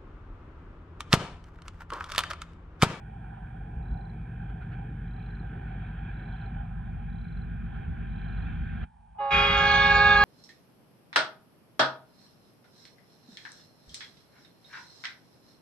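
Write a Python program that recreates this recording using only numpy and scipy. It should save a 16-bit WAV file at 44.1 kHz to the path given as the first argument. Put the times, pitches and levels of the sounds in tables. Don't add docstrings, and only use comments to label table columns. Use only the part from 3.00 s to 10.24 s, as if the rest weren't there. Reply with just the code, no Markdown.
import sys
import numpy as np
from scipy import signal
from scipy.fft import rfft, irfft, next_fast_len
from scipy.io import wavfile
from scipy.ndimage import uniform_filter1d

SR = 44100
rng = np.random.default_rng(int(sys.argv[2]) if len(sys.argv) > 2 else 0)


def bounce(signal):
    frames = np.transpose(np.atleast_2d(signal))
    limited = np.clip(frames, -1, 1)
    pcm = np.round(limited * 32767).astype(np.int16)
    wavfile.write(sys.argv[1], SR, pcm)


N = 319284
TIME = np.arange(N) / SR
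EARS = np.array([[0.5], [-0.5]])


CYCLE_HZ = 8.068
STRONG_BEAT_S = 2.908
SHADE_DB, IN_SIGHT_S = 5.5, 1.4
# (multiple of the cycle rate, far level [dB], near level [dB])
EXHAUST_TONES = [(6, -42, -38), (7, -56, -53.5), (8, -58.5, -46.5), (9, -54, -42), (12.04, -47, -46.5),
                 (13, -53, -53.5), (15.05, -43.5, -48), (16, -58.5, -57.5), (17, -59.5, -61),
                 (18, -48, -51.5), (19, -66, -52.5), (20.1, -49, -47), (21, -49.5, -45), (22, -54, -53),
                 (22.9, -57, -58), (24.1, -64.5, -63.5), (26, -65.5, -62.5), (26.685, -54.5, -51),
                 (27.6, -56.5, -51), (31, -74, -64), (32, -74, -65)]

BOOM_DB, BOOM_GROWTH_DB_PER_S = -44.5, 1.08
# (frequency [Hz], density [dB per Hz])
BOOM_COLOUR = [(13, -29.5), (22, -7), (53, 6.5), (157, -12), (181, -6.5), (238, -10.5), (297, -40),
               (349, -39.5), (420, -36), (550, -57), (920, -120)]

# (time [s], level [dB])
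WHEEL_ROAR_LEVEL = [(0, -59.5), (0.2, -55.5), (0.8, -55.5), (1.05, -55.5), (1.27, -58), (1.45, -55.5),
                    (1.76, -56.5), (1.95, -60.5), (2.5, -57), (2.9, -54.5), (3.4, -55.5), (4.1, -60),
                    (4.55, -62), (4.82, -60.5), (5.05, -58), (5.37, -56.5), (5.8, -58.5)]
# (frequency [Hz], density [dB per Hz])
WHEELS_FIRST_COLOUR = [(300, -45), (528, -17), (617, -16.5), (792, 3.5), (858, -11), (984, -10),
                       (1150, -24.5), (1500, -43), (2530, -120)]
# (frequency [Hz], density [dB per Hz])
WHEELS_LATER_COLOUR = [(300, -45.5), (545, -22.5), (787, -0.5), (832, -3), (858, -18.5), (1010, -10.5),
                       (1150, -23.5), (1500, -45.5), (2530, -120)]
# (time [s], level [dB])
WHEEL_RUMBLE_LEVEL = [(0, -60), (.45, -60), (.7, -57.5), (1.3, -57), (1.8, -55), (2.3, -55), (2.8, -56),
                      (3.35, -57.5), (3.65, -63), (4.35, -63), (4.8, -59.5), (5.35, -58.5), (5.8, -62.5)]
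# (frequency [Hz], density [dB per Hz])
RUMBLE_COLOUR = [(170, -27.5), (265, 2), (320, 0), (390, -3), (440, -4), (540, -16), (680, -24.5),
                 (1200, -71)]
# (time [s], level [dB], length [s])
RAIL_KNOCKS = [(1.5, -54, 0.014), (1.625, -51, .015), (1.733, -49, 0.02), (3.446, -57, 0.028),
               (4.762, -52, 0.02), (5.38, -60, 0.017), (5.834, -46, 0.015)]
# (frequency [Hz], density [dB per Hz])
KNOCK_COLOUR = [(200, 2), (420, -3), (560, -10), (720, 5), (1050, -15), (1400, 8), (2000, -9), (2500, -8),
                (3500, -22), (4300, -25), (6000, -60)]

TREBLE_HZ, TREBLE_SWING = 2120, 0.99
# (time [s], level [dB])
FAN_RUSH_LEVEL = [(0, -59.5), (0.42, -57.5), (0.75, -58.5), (1.25, -57.5), (1.73, -56), (1.9, -57.0),
                  (2.45, -55), (2.75, -53.5), (3.42, -53.5), (3.65, -56.5), (4.5, -56), (4.78, -54),
                  (4.92, -55.0), (5.55, -51), (5.8, -52)]
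# (frequency [Hz], density [dB per Hz])
FAN_COLOUR = [(680, -35), (1150, -14), (1570, 4), (1800, -5.5), (2020, -18), (2400, -5.5), (2850, -23),
              (3160, -14.5), (3710, -26), (4060, -33.5), (4360, -35), (4800, -54), (6240, -77.5),
              (10600, -120)]

CLOSE_BOOM_DB, CLOSE_RUMBLE_DB, CLOSE_WHEELS_DB, CLOSE_FANS_DB = 1, 5, 6.5, 0.5

LOW_HZ, HIGH_HZ = 409.8, 553.1
LOW_START_S, HIGH_START_S, OPEN_S = 6.183, 6.197, 6.306
LOW_DB, HIGH_DB, BLAST_GROWTH_DB_PER_S = 0.5, 0.62, 0.5
# (multiple, far level [dB], near level [dB])
LOW_HARMONICS = [(1, -37.5, -37), (2, -30, -27), (3, -36, -28), (4, -39, -28.5), (5, -35.5, -47),
                 (6, -30, -40), (7, -37.5, -38.5), (8, -39.5, -42), (9, -45.5, -44), (10, -60, -46),
                 (11, -64, -48), (12, -58, -60.5), (13, -62.5, -60.5), (14, -65, -66), (15, -68, -66.5),
                 (16, -72.5, -76), (17, -73, -74), (18, -87, -87.5)]
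# (multiple, far level [dB], near level [dB])
HIGH_HARMONICS = [(1, -36, -38.5), (2, -32.5, -32.5), (3, -36, -22.5), (4, -29.5, -29.5), (5, -38.5, -37),
                  (6, -33.5, -40.5), (7, -45, -46.5), (8, -56.5, -47.5), (9, -57, -69), (10, -66.5, -69),
                  (11, -63, -65), (12, -80.5, -72), (13, -88, -73)]
# (multiple of the low chime, multiple of the high chime, far level [dB], near level [dB])
CHIME_SUMS = [(1, 1, -48, -51.5), (1, 2, -51.5, -52.5), (1, 5, -57.5, -73.5), (2, 1, -37, -47.5),
              (2, 2, -57, -50), (2, 3, -37.5, -43), (2, 4, -62, -67.5), (2, 5, -55.5, -48),
              (2, 6, -61, -48.5), (2, 7, -63, -64), (2, 8, -72, -67.5), (3, 1, -47, -67),
              (3, 2, -66.5, -53), (3, 3, -55.5, -61), (3, 5, -62, -67.5), (3, 6, -63.5, -62.5),
              (4, 1, -60, -51.5), (4, 2, -64.5, -50.5), (4, 3, -60, -59.5), (4, 6, -70.5, -69.5),
              (4, 7, -81, -75.5), (5, 3, -61, -64.5), (5, 4, -63.5, -57.5), (5, 5, -70, -75.5),
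              (6, 3, -65.5, -50.5), (6, 4, -69.5, -66), (6, 5, -72.5, -77.5), (6, 7, -74, -67.5),
              (7, 3, -56.5, -60), (7, 7, -81, -77.5), (8, 6, -81, -82)]
# (time [s], nearness [0-1])
HORN_NEARNESS = [(6.45, 0), (6.58, .25), (6.65, .6), (6.8, .85), (6.97, 1)]
# (frequency [Hz], level [dB])
MUFFLE_COLOUR = [(410, -15.5), (553, -2), (820, -1), (1150, -8), (1400, -13.5), (1650, -16), (2050, -22),
                 (2250, -31), (2480, -34), (2800, -16), (3300, -36), (3800, -20.5), (4400, -23),
                 (4800, -21), (5400, -40), (7000, -46)]
FIRING_SHAKE = [(6, 1.5), (7, 0.32), (12, 0.37), (15, 0.43), (20, 0.12)]
# (frequency [Hz], depth [ratio])
FAR_FLUTTER = [(410, .08), (820, 0.21), (1230, .36), (1380, .9), (1640, 0.82), (2050, 0.47), (2460, .25),
               (3300, 0.065), (7000, .75)]
# (frequency [Hz], depth [ratio])
NEAR_FLUTTER = [(410, .08), (820, 0.14), (1230, 0.16), (1640, .42), (2050, 1), (2460, 0.23), (3300, 0.092),
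                (7000, .75)]
# (frequency [Hz], time [s], change [dB], length [s])
PARTIAL_FADES = [(410, 6.3, -8.5, 0.052), (410, 6.75, -3.5, 0.18), (553, 6.31, -4, 0.013),
                 (820, 6.5, -12, 0.02), (820, 6.61, -4, 0.026), (820, 6.82, -4, 0.028),
                 (820, 6.5, -8, 0.033), (1106, 6.52, -3.5, 0.073), (1229, 6.67, -14, 0.022),
                 (1229, 6.78, -16, .025), (1229, 6.89, -13, 0.037), (1639, 6.5, -4, 0.037),
                 (1659, 6.48, -10.5, 0.059), (2049, 7.0, -16, .08), (2212, 6.5, -5.5, 0.14),
                 (2212, 7.2, -7.5, .12), (2470, 7.03, -15.5, 0.069), (2765, 6.77, -7, 0.11),
                 (2869, 7.02, -22, 0.082), (2869, 7.22, -14, 0.06), (3278, 7.13, -10, 0.12),
                 (3319, 6.99, -12.5, 0.075), (3688, 7.22, -16.5, 0.075), (3872, 6.66, -19, 0.11)]
# (time [s], level [dB])
AIR_LEVEL = [(6.3, -35), (6.55, -38), (6.8, -39.5), (7.24, -41.5)]
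# (frequency [Hz], density [dB per Hz])
AIR_COLOUR = [(160, -55), (280, -42), (492, -12.5), (549, -18.5), (629, -27), (806, -11.5), (1020, -14.5),
              (1090, -7), (1430, -14.5), (1620, -8.5), (1810, -27), (1980, -9.5), (2260, -21), (3050, -37),
              (3360, -28), (4500, -31), (5200, -41.5), (6300, -39), (7100, -40), (7450, -50), (9680, -92.5),
              (16400, -120)]
# (time [s], level [dB])
MURMUR_LEVEL = [(5.8, -71), (5.9, -66), (6.145, -66.5), (6.158, -54), (6.18, -58), (6.3, -71)]
# (frequency [Hz], left over right [dB])
HORN_BALANCE = [(600, -0.5), (820, -3), (1106, -7.5), (1229, -1), (1650, -4), (2049, 0.5), (2212, 4),
                (2460, .5), (2869, -1.5), (3300, -5.5), (3700, -4), (7000, -4.5)]
# (frequency [Hz], lead of the left [rad])
HORN_PHASE = [(600, -0.22), (820, -0.33), (1106, -1.37), (1229, 0.26), (1373, 1), (1650, 0.72), (2049, 2),
              (2212, -.5), (2460, 0.34), (2765, 1.7), (2869, 1.56), (3300, 1.08), (7000, 1.74)]
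# (frequency [Hz], likeness [0-1])
AIR_LIKENESS = [(600, 0.93), (1100, 0.67), (1700, 0.83), (2050, .55), (2400, .9), (3000, .7), (7000, .65)]

# (time [s], level [dB], notes [count])
BIRD_TRILLS = [(.829, -60.5, 9), (2.082, -59, 10), (3.144, -59, 10), (4.102, -58.5, 10), (5.105, -58, 10)]
NOTE_OFFSETS = [0, .028, .057, .085, .114, .146, .183, .226, .272, .319]

# (time [s], level [dB], length [s])
WIND_GUSTS = [(0.45, -41.5, 0.048), (0.77, -33.5, 0.053), (0.93, -32.5, 0.044), (3.554, -34.5, 0.037),
              (3.947, -43, .1), (4.904, -32, 0.04), (5.526, -34.5, 0.23), (5.81, -36.5, 0.034)]
# (time [s], level [dB])
SURROUNDINGS_DIP = [(5.84, 0), (5.86, -16), (5.91, -25), (6.305, -22.5), (6.325, 2)]
# (frequency [Hz], left over right [dB])
AROUND_BALANCE = [(500, 0), (620, -1.5), (760, -10), (830, -6.5), (890, 1.5), (1030, -3.5), (1200, 0),
                  (1500, -5.5), (1850, -2.5), (2080, 3), (2450, -0.5), (4000, -1)]
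# (frequency [Hz], lead of the left [rad])
AROUND_PHASE = [(50, -0.46), (100, -0.2), (160, -0.5), (320, -1.53), (420, -1.2), (650, -0.7), (780, -3),
                (850, -3.5), (950, -5.5), (1150, -5.5), (1300, -6), (1600, -6), (2000, -5.5), (2150, -6.5),
                (2450, -7), (2850, -5), (4000, -5.5)]
# (frequency [Hz], likeness [0-1])
AROUND_LIKENESS = [(30, 1), (170, 0.85), (310, .25), (450, 0.43), (650, 0.34), (850, 0.76), (1150, 0.76),
                   (1500, 0.95), (1800, .85), (2050, .2), (2400, 1), (2850, 0.62), (4300, .9), (8000, .2)]

MONO_BELOW_HZ, WIDENS_S = 630, 3.52
CUTOFF_HZ = 10900


def train(crank):
    shade_db = SHADE_DB * np.clip(1 - TIME / IN_SIGHT_S, 0, 1)
    close = TIME > OPEN_S
    beats = rise(0, 0.0084) * from_db(-shade_db) * exhaust(crank, waver_db=1.0, scatter=0.8)
    rolling = wheel_rumble(close) + wheel_roar(close) + fans(crank, close)
    return beats + boom(shade_db, close) + patchy(rolling, depth_db=1.5, size=10) + knocks()


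def exhaust(crank, waver_db, scatter):
    nearness = np.minimum(TIME / OPEN_S, 1) ** 2.5
    out = 0
    for multiple, far_db, near_db in EXHAUST_TONES:
        wander = 0.68 * (multiple / 20) ** 2 * drift(2.3)
        shift = scatter * (rng.standard_normal() + wander)
        lead = EARS * at_hz(AROUND_PHASE, multiple * CYCLE_HZ)
        level = from_db(far_db + (near_db - far_db) * nearness + waver_db * drift(2.5))
        out = out + level * np.cos(round(multiple) * crank + shift + lead)
    return np.sqrt(2) * out


def boom(shade_db, close):
    growth_db = BOOM_GROWTH_DB_PER_S * np.minimum(TIME, OPEN_S)
    level_db = BOOM_DB + growth_db + CLOSE_BOOM_DB * close - 0.5 * shade_db
    thin_bottom = signal.butter(3, 38, "high", fs=SR, output="sos")
    return from_db(level_db) * signal.sosfilt(thin_bottom, noise(BOOM_COLOUR))


def wheel_roar(close):
    level_db = curve(WHEEL_ROAR_LEVEL) + CLOSE_WHEELS_DB * close + surge(depth_db=0.34, per_s=7.0)
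    crossfade = np.interp(TIME, [3.3, 3.65], [0, 1])
    first = np.sqrt(1 - crossfade) * noise(WHEELS_FIRST_COLOUR)
    later = np.sqrt(crossfade) * noise(WHEELS_LATER_COLOUR)
    return from_db(level_db) * (first + later)


def wheel_rumble(close):
    return from_db(curve(WHEEL_RUMBLE_LEVEL) + CLOSE_RUMBLE_DB * close) * noise(RUMBLE_COLOUR)


def fans(crank, close):
    level_db = curve(FAN_RUSH_LEVEL) + CLOSE_FANS_DB * close + surge(depth_db=0.32, per_s=6.8)
    rush = brighten(noise(FAN_COLOUR), TREBLE_SWING * (level_db - level_db.mean()))
    pulse = 1 + 0.1 * np.cos(6 * crank)
    return from_db(level_db) * rush * pulse


def knocks():
    return bumps(RAIL_KNOCKS) * noise(KNOCK_COLOUR)


def horn(crank, steepening, sums_db, air_db):
    growth_db = BLAST_GROWTH_DB_PER_S * (TIME - LOW_START_S)
    nearness = curve(HORN_NEARNESS)
    low_phase = chime(LOW_HZ, LOW_START_S, jitter=0.0009)
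    high_phase = chime(HIGH_HZ, HIGH_START_S, jitter=0.00046)
    phases = low_phase, high_phase
    shake = sum(depth * (1j * np.sin(round(k) * crank) - 0.35 * np.cos(round(k) * crank))
                for k, depth in FIRING_SHAKE)
    low_rows = [(k, 0, far_db, near_db) for k, far_db, near_db in LOW_HARMONICS]
    high_rows = [(0, k, far_db, near_db) for k, far_db, near_db in HIGH_HARMONICS]
    low = partials(low_rows, phases, LOW_START_S, nearness, shake, fade_db=1.0, rough=0.17)
    high = partials(high_rows, phases, HIGH_START_S, nearness, 0.088 * shake, fade_db=0.84, rough=0.072)
    sums = partials(CHIME_SUMS, phases, HIGH_START_S, nearness, 0.5 * shake, fade_db=2.6, rough=0.26)
    chord = from_db(LOW_DB + growth_db) * low + from_db(HIGH_DB + growth_db) * high
    chord = chord + from_db(sums_db) * sums
    edge_band = signal.butter(4, [4200, 6800], "band", fs=SR, output="sos")
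    edge = signal.sosfilt(edge_band, chord ** 2)
    return chord + steepening * edge + horn_air(air_db)


def chime(pitch_hz, start_s, jitter):
    sharp = 0.021 * np.exp(-np.maximum(TIME - start_s, 0) / 0.035)
    return 2 * np.pi * np.cumsum(pitch_hz * (1 + sharp + jitter * drift(25))) / SR


def partials(rows, phases, start_s, nearness, shake, fade_db, rough):
    on = TIME > start_s
    out = np.zeros((2, N))
    opened = rise(OPEN_S, 0.0067)[on]
    for low, high, far_db, near_db in rows:
        low, high = round(low), round(high)
        hz = low * LOW_HZ + high * HIGH_HZ
        random_fade_db = fade_db * (hz / 1500) ** 0.71 * drift(5)
        level = from_db(far_db + (near_db - far_db) * nearness + fades(hz) + random_fade_db)[on]
        level = level * (opened + (1 - opened) * from_db(at_hz(MUFFLE_COLOUR, hz)))
        scatter = drift(73) + 1j * drift(74)
        scatter = scatter + EARS * (drift(40) + 1j * drift(40))
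        halo = rough * (hz / 1500) ** 0.43 * (1.4 - 0.18 * nearness) * scatter
        flutter = at_hz(FAR_FLUTTER, hz) * (1 - nearness) + at_hz(NEAR_FLUTTER, hz) * nearness
        wobble = 1 + (0.35 + 0.5 * opened) * (flutter * shake + halo)[:, on]
        phase = (low * phases[0] + high * phases[1])[on] + rng.uniform(0, 2 * np.pi)
        stereo = from_db(EARS * at_hz(HORN_BALANCE, hz)) * np.exp(1j * EARS * at_hz(HORN_PHASE, hz))
        out[:, on] += np.real(level * wobble * stereo * np.exp(1j * phase))
    return np.sqrt(2) * out * rise(start_s, 0.0093)


def fades(hz):
    own = [row for row in PARTIAL_FADES if abs(row[0] - hz) < 8]
    return sum(db * np.exp(-((TIME - s) / length) ** 2) for _, s, db, length in own)


def horn_air(air_db):
    rush = patchy(noise(AIR_COLOUR, HORN_PHASE, HORN_BALANCE, AIR_LIKENESS), depth_db=4.5, size=30)
    rush = from_db(curve(AIR_LEVEL)) * rush * rise(OPEN_S, 0.0055)
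    return from_db(air_db) * signal.sosfilt(signal.butter(1, 2800, fs=SR, output="sos"), rush)


def bird(note_hz, fall_hz_per_s, note_s):
    out = np.zeros(N)
    for s, db, count in BIRD_TRILLS:
        for offset in NOTE_OFFSETS[:round(count)]:
            near = np.abs(TIME - s - offset) < 4 * note_s
            t = TIME[near] - s - offset
            grown = 1 - 0.64 * np.exp(-offset / 0.18)
            centre_hz = note_hz + 200 * (grown - 1)
            turns = centre_hz * t - fall_hz_per_s * t * t / 2
            envelope = np.exp(-np.abs(t / (note_s * np.sqrt(grown))) ** 3)
            out[near] += from_db(db) * grown * envelope * np.sin(2 * np.pi * turns)
    return out


def trackside(x, echo_db, tail_s):
    t = TIME[:SR // 4]
    tail = rng.standard_normal((2, len(t))) * np.exp(-t / tail_s)
    tail /= np.sqrt(np.sum(tail ** 2, axis=1, keepdims=True))
    return x + from_db(echo_db) * signal.fftconvolve(x[None], tail, axes=1)[:, :N]


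def gusts():
    return bumps(WIND_GUSTS) * noise([(20, -17.0), (55, 9.5), (110, -1.5), (250, -14.5), (600, -47.0), (2000, -73)])


def murmur():
    peak = noise([(500, -32.5), (700, -13.0), (840, 2), (1000, -11.5), (1600, -35.5), (4000, -62)])
    return from_db(curve(MURMUR_LEVEL)) * peak * rise(MURMUR_LEVEL[0][0], 0.044)


def hiss():
    return from_db(-85.0) * noise([(1000, -0.5), (5000, -2.5), (7000, -6.5), (9500, 1.5), (11000, -9.0)])


def noise(spectrum, leads=AROUND_PHASE, pans=AROUND_BALANCE, likeness=AROUND_LIKENESS):
    size = next_fast_len(N)
    hz = np.arange(size // 2 + 1) * SR / size
    shared, own = rfft(rng.standard_normal((2, size))) * from_db(at_hz(spectrum, hz))
    alike = np.clip(at_hz(likeness, hz), 0, 0.995)
    lead = at_hz(leads, hz)
    pan = from_db(EARS * at_hz(pans, hz))
    shared, own = shared * np.sqrt(1 + alike), own * np.sqrt(1 - alike)
    stereo = pan * np.array([shared + own, (shared - own) * np.exp(-1j * lead)])
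    middle = np.sqrt(np.mean(pan ** 2, axis=0) + alike * np.cos(lead))
    out = irfft(stereo / middle, size)[:, :N]
    return out / np.std(out.mean(axis=0))


def patchy(x, depth_db, size):
    bands = signal.stft(x, nperseg=512)[2]
    field = rng.standard_normal(bands.shape[1:])
    for _ in range(2):
        field = uniform_filter1d(field, size=3, axis=0)
        field = uniform_filter1d(field, size=size, axis=1)
    return signal.istft(bands * from_db(depth_db * rms_one(field)))[1][:, :N]


def brighten(x, db):
    treble = signal.sosfiltfilt(signal.butter(2, TREBLE_HZ, "high", fs=SR, output="sos"), x)
    return x + (from_db(db) - 1) * treble


def surge(depth_db, per_s):
    return depth_db * drift(per_s)


def drift(rate):
    step = 40
    pole = np.exp(-2 * np.pi * rate * step / SR)
    raw = rng.standard_normal(N // step + 2002)
    slow = signal.lfilter([1], [1, -2 * pole, pole * pole], raw)[2000:]
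    return np.interp(np.arange(N) / step, np.arange(len(slow)), rms_one(slow))


def bumps(rows):
    return sum(from_db(db) * np.exp(-((TIME - s) / length) ** 2) for s, db, length in rows)


def rise(start_s, length_s):
    return 1 - np.exp(-np.maximum(TIME - start_s, 0) / length_s)


def curve(points):
    s, values = np.transpose(points)
    return np.interp(TIME, s, values)


def at_hz(points, hz):
    table_hz, values = np.transpose(points)
    return np.interp(np.log(np.maximum(hz, 1)), np.log(table_hz), values)


def from_db(db):
    return 10 ** (np.asarray(db) / 20)


def rms_one(x):
    return x / np.sqrt(np.mean(x ** 2) + 1e-20)


def narrow_bass(x):
    mid, side = x.mean(axis=0), (x[0] - x[1]) / 2
    treble = signal.sosfiltfilt(signal.butter(4, MONO_BELOW_HZ, "high", fs=SR, output="sos"), side)
    width = rise(WIDENS_S, 0.23) - rise(LOW_START_S, 0.0194)
    return mid + np.sign(EARS) * (treble + width * (side - treble))


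def scene():
    speed = 1 + 0.00054 * drift(0.75)
    crank = 2 * np.pi * CYCLE_HZ * (np.cumsum(speed) / SR - STRONG_BEAT_S)
    song = trackside(bird(note_hz=4064, fall_hz_per_s=10500, note_s=0.0057), echo_db=-7.5, tail_s=0.052)
    surroundings = (train(crank) + gusts() + song) * from_db(curve(SURROUNDINGS_DIP))
    mix = surroundings + murmur() + horn(crank, steepening=0.2, sums_db=1.0, air_db=-0.5)
    dulled = signal.sosfilt(signal.ellip(8, 0.3, 60, 7400, fs=SR, output="sos"), mix)
    return dulled + hiss()


def record(dry):
    return signal.sosfilt(signal.ellip(8, 0.3, 60, CUTOFF_HZ, fs=SR, output="sos"), narrow_bass(dry))


dry = scene()
out = record(dry)
bounce(out)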